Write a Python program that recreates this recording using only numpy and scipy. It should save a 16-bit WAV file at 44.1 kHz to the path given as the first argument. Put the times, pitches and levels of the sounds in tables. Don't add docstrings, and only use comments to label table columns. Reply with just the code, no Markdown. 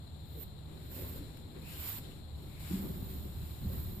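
import sys
import numpy as np
from scipy.fft import rfft, irfft, next_fast_len
from scipy.io import wavfile
from scipy.ndimage import map_coordinates

SR = 44100
rng = np.random.default_rng(int(sys.argv[2]) if len(sys.argv) > 2 else 0)


def wrap_up_sound(samples):
    columns = np.atleast_2d(samples).T
    tamed = np.clip(columns, -1, 1)
    steps = np.round(tamed * 32767).astype(np.int16)
    wavfile.write(sys.argv[1], SR, steps)


N = 176400
TIME = np.arange(N) / SR

# frequency in Hz, relative level in dB.
COAT_SPECTRUM = [(200, -55), (600, -0.5), (1000, 2.5), (1700, 1.5), (2500, 2.5), (4000, 3.5), (5600, -1.5),
                 (7200, 3), (10000, -9), (12500, -7), (15000, -4)]
RUMP_SPECTRUM = [(60, -42), (170, -1), (280, 3.5), (390, -2.5), (450, -3), (510, -5.5), (640, -11.5),
                 (1100, -16.5), (2500, -17), (6000, -53)]
FLANK_SPECTRUM = [(60, -28), (190, 5), (250, -1), (370, -3), (440, -12.5), (700, -18), (1100, -19.5),
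                  (2500, -35), (6000, -50)]
# frequency in Hz, left minus right in dB.
COAT_LEAN = [(500, 9), (1500, 5.5), (3000, 4), (5200, 0.5), (7200, 6.5), (9500, 20), (12000, 27),
             (14500, 6)]


def brush(flank_from_s=2.3):
    hair = unit(filtered(rush(COAT_SPECTRUM), lambda hz: pan(along(COAT_LEAN, hz))))
    hair *= flutter(rate=500, rough_db=0.44)
    hair *= pressure(layer=0, arch_db=5.5, touch_db=4.5, lift_db=7, rise_db_per_s=80, fall_db_per_s=111)
    tips = unit(tip_noise() * pan(-10.5)) * flutter(rate=130, rough_db=1)
    tips *= pressure(layer=1, arch_db=5.5, touch_db=4.5, lift_db=7, rise_db_per_s=126, fall_db_per_s=256)
    rub = np.where(TIME > flank_from_s, rush(FLANK_SPECTRUM), rush(RUMP_SPECTRUM)) * pan(2.4)
    rub *= flutter(rate=60, rough_db=2.5)
    rub *= pressure(layer=2, arch_db=7, touch_db=2, lift_db=9, rise_db_per_s=175, fall_db_per_s=128)
    return hair + tips + hollow(rub)


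# touch, time to hardest pressure and length in seconds, then swish, hiss and rub in dB.
BRUSH_STROKES = [(0.264, 0.093, 0.16, -66.5, -64, -61), (0.397, 0.045, 0.038, -56, -41.5, -52),
                 (0.683, 0.15, 0.23, -64.5, -70, -52), (0.915, 0.05, 0.27, -52.5, -44.5, -48.5),
                 (1.113, 0.076, 0.31, -60, -66, -53.5), (1.44, 0.17, 0.23, -67.5, -78, -51.5),
                 (1.664, .07, 0.19, -51, -51, -57.5), (1.797, 0.089, .19, -45.5, -38, -55.5),
                 (2.002, 0.035, 0.2, -59, -68, -53.5), (2.363, 0.072, 0.22, -63, -63.5, -56),
                 (2.605, 0.13, 0.19, -49, -50, -60), (2.756, 0.064, 0.29, -56, -48.5, -43),
                 (3.047, 0.058, 0.23, -57, -49, -49.5), (3.256, 0.23, 0.54, -58, -53.5, -55.5),
                 (3.693, 0.043, 0.32, -57, -46.5, -48.5)]


def pressure(layer, arch_db, touch_db, lift_db, rise_db_per_s, fall_db_per_s, contact_s=0.015):
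    power = 0
    for touch, hardest, length, *levels in BRUSH_STROKES:
        t = TIME - touch
        before, after = np.maximum(-t, 0), np.maximum(t - length, 0)
        arch = arch_db * np.interp(t, [0, min(hardest, length), length], [1, 0, 1])
        steps = touch_db * np.minimum(before / contact_s, 1) + lift_db * np.minimum(after / contact_s, 1)
        fades = rise_db_per_s * before + fall_db_per_s * after
        power += amp(levels[layer] - arch - steps - fades) ** 2
    return np.sqrt(power)


def tip_noise(centre_hz=14680, width_hz=2170):
    noise = rng.standard_normal((2, N))
    return unit(filtered(noise, lambda hz: 1 / (1 + np.abs((hz - centre_hz) / width_hz) ** 3.8)))


# frequency in Hz, width in Hz, gain in dB.
HOLLOW_MODES = [(197.3, 9.2, 1), (251, 13, -3), (307.4, 14.6, 0), (379, 32, 0.5), (514, 16, 0)]


def hollow(rub, direct_db=-4):
    def ring(f):
        return sum(amp(db) * 1j * f * width / (hz * hz - f * f + 1j * f * width)
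                   for hz, width, db in HOLLOW_MODES)
    return filtered(rub, lambda f: amp(direct_db) + ring(f))


# middle and half length in seconds, centre in Hz, glide in octaves a second, level in dB.
JUDDERS = [(0.377, 0.037, 426, 0.069, -53), (1.021, 0.057, 517, 0, -54.5), (1.156, 0.031, 500, 0, -57),
           (1.221, 0.039, 282, 0.043, -52), (1.688, 0.055, 2570, 1.9, -58.5),
           (1.785, 0.073, 2980, .8, -59.5), (2.053, 0.016, 3700, 0, -58),
           (2.124, 0.0126, 2900, 0.11, -59.5), (2.654, 0.18, 2330, 0, -64),
           (2.713, 0.008, 286, 0.05, -39.5), (2.728, 0.023, 940, 0, -60), (3.26, .014, 353, 0, -51),
           (3.702, 0.054, 507, 0.033, -55.5)]


def judders(relative_width=0.13):
    out = 0
    for middle, half_length, hz, glide, db in JUDDERS:
        white = rush([(hz, 0)])
        band = unit(filtered(white, lambda f: 1 / (1 + ((f / hz - 1) / relative_width) ** 2)))
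        t = TIME - middle
        if glide:
            travel = np.cumsum(2 ** (glide * np.clip(t, -2 * half_length, 2 * half_length)))
            band = np.array([np.interp(travel, np.arange(N), side, period=N) for side in band])
        out += amp(db) * band * np.exp(-(t / half_length) ** 2)
    return out * pan(5)


# start in seconds, level in dB, pitch in Hz, seconds to fall 60 dB.
BODY_KNOCKS = [(2.709, -28.5, 177, 0.083), (2.732, -26, 191, 0.21), (2.741, -34, 199, 0.077),
               (2.791, -32.5, 203, 0.12), (2.902, -32, 122, 0.081), (2.968, -32.5, 193, .07),
               (2.994, -22, 101, 0.033), (3.027, -20, 130, 0.022), (3.252, -28.5, 200, 0.04),
               (3.436, -30, 148, 0.026), (3.63, -29, 124, 0.15), (3.648, -32, 197.4, 0.13),
               (3.668, -25.5, 89, 0.1), (3.723, -34, 75, .1), (3.776, -32, 133, 0.087),
               (3.799, -33, 78, 0.1), (3.858, -28, 91, .08), (3.931, -31.5, 140, 0.053),
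               (3.976, -33, 76, 0.064)]
# ratio to the pitch, gain in dB.
BODY_MODES = [(1, 1.5), (1.45, -12), (1.66, -30), (1.96, -24)]


def knocks(attack_s=0.0036):
    out, t = np.zeros(N + SR), np.arange(SR // 2) / SR
    for start, db, hz, t60 in BODY_KNOCKS:
        ring = sum(amp(gain) * np.sin(2 * np.pi * hz * ratio * t) for ratio, gain in BODY_MODES)
        envelope = np.exp(-np.log(1000) * t / t60) * (1 - np.exp(-t / attack_s))
        out[round(start * SR):][:len(t)] += amp(db) * ring * envelope
    return out[:N] * pan(-0.98)


# start in seconds, level in dB.
BRISTLE_TICKS = [(0.429, -67), (1.371, -53.5), (1.983, -48.5)]
# frequency in Hz, relative level in dB.
SNAP_SPECTRUM = [(400, -25.5), (1500, 3), (3000, 5), (5000, 0), (14000, -13)]


def ticks(decay_s=0.0045, tips_db=4):
    bursts = sum(amp(db) * (TIME >= start) * np.exp(-np.abs(TIME - start) / decay_s)
                 for start, db in BRISTLE_TICKS)
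    return bursts * (rush(SNAP_SPECTRUM) * pan(5.5) + amp(tips_db) * tip_noise() * pan(-2))


# frequency in Hz, relative level in dB.
BARN_SPECTRUM = [(20, -11.5), (42, -12), (60, -5), (74, -2), (92, -3.5), (125, -6), (170, -15), (200, -13),
                 (290, -21), (500, -27.5), (800, -28), (1400, -42), (4000, -50.5)]


def barn(level_db=-49):
    return amp(level_db + 0.52 * wobble(8.2)) * rush(BARN_SPECTRUM) * pan(-0.34)


# frequency in Hz, level in dB.
HUM_TONES = [(74, -53), (154, -57.5)]


def hum(drift_rad=0.8, waver_db=2.5):
    out = 0
    for hz, db in HUM_TONES:
        tone = np.sqrt(2) * np.sin(2 * np.pi * hz * TIME + drift_rad * wobble(9))
        out += tone * amp(db + waver_db * wobble(7.85))
    return out


# time in seconds, level in dB.
HANDLING_LEVELS = [(0, -61.5), (.7, -58.5), (1.2, -48), (1.4, -58), (2.7, -50.5), (2.95, -42.5),
                   (3.25, -45.5), (3.58, -47.5), (3.69, -39.5), (4, -42.5)]
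# frequency in Hz, relative level in dB.
HANDLING_SPECTRUM = [(20, -9), (45, 1), (72, 3), (120, 1), (190, -9.5), (280, -22), (600, -27.5),
                     (1100, -32.5), (3000, -47.5)]


def handling():
    level = amp(np.interp(TIME, *np.transpose(HANDLING_LEVELS)))
    return level * flutter(rate=30, rough_db=2.5) * rush(HANDLING_SPECTRUM) * pan(-0.84)


# frequency in Hz, relative level in dB.
LEFT_MIC_SPECTRUM = [(300, 5), (1500, -8.5), (2750, -14.5), (3350, -3.5), (4150, 4.5), (4600, -11.5),
                     (5400, -29), (6600, -29), (7300, -3), (7900, -18.5), (9000, -9), (10000, -41.5),
                     (12000, -12), (14500, -21.5)]
RIGHT_MIC_SPECTRUM = [(300, -32), (2000, 9), (4100, 8), (5300, 0), (7500, 2), (9800, -33), (12200, 6.5),
                      (14500, -11.5)]


def microphone_hiss(left_db=-56, right_db=-71):
    left = amp(left_db) * rush(LEFT_MIC_SPECTRUM)[0] * flutter(rate=90, rough_db=1)
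    right = amp(right_db) * rush(RIGHT_MIC_SPECTRUM)[1]
    return np.array([left, right])


# frequency in Hz, left-right correlation.
MIC_LIKENESS = [(60, 0.75), (200, 0.81), (400, 0.59), (700, 0.33), (1400, 0)]


def rush(spectrum):
    def response(hz):
        turn = np.arccos(np.clip(along(MIC_LIKENESS, hz), -1, 1)) / 2
        return amp(along(spectrum, hz)) * [np.cos(turn), np.sin(turn)]
    mid, side = filtered(rng.standard_normal((2, N)), response)
    return unit(np.array([mid + side, mid - side]))


def flutter(rate, rough_db):
    return unit(amp(rough_db * wobble(rate)))


def wobble(rate):
    return map_coordinates(rng.standard_normal(N // 8), [np.arange(N) * rate / SR], mode="wrap")


def filtered(x, response):
    size = next_fast_len(N + SR // 2)
    return irfft(rfft(x, size) * response(np.fft.rfftfreq(size, 1 / SR)), size)[..., :N]


def along(points, hz):
    freqs, values = np.transpose(points)
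    return np.interp(np.log(hz + 1), np.log(freqs + 1), values)


def pan(lean_db):
    return amp(np.array([[0.5], [-0.5]]) * lean_db)


def amp(db):
    return 10 ** (np.asarray(db) / 20)


def unit(x):
    return x / np.sqrt(np.mean(x ** 2) + 1e-20)


def scene():
    grooming = brush() + judders() + knocks() + ticks()
    return grooming + hum() + barn() + handling() + microphone_hiss()


def record(dry):
    notch_hz, width_hz, depth_db, top_hz = 6210, 396, 19, 14620
    notch = lambda hz: np.exp(-((hz - notch_hz) / width_hz) ** 4)
    return filtered(dry, lambda hz: amp(-depth_db * notch(hz)) * (hz < top_hz))


dry = scene()
out = record(dry)
wrap_up_sound(out)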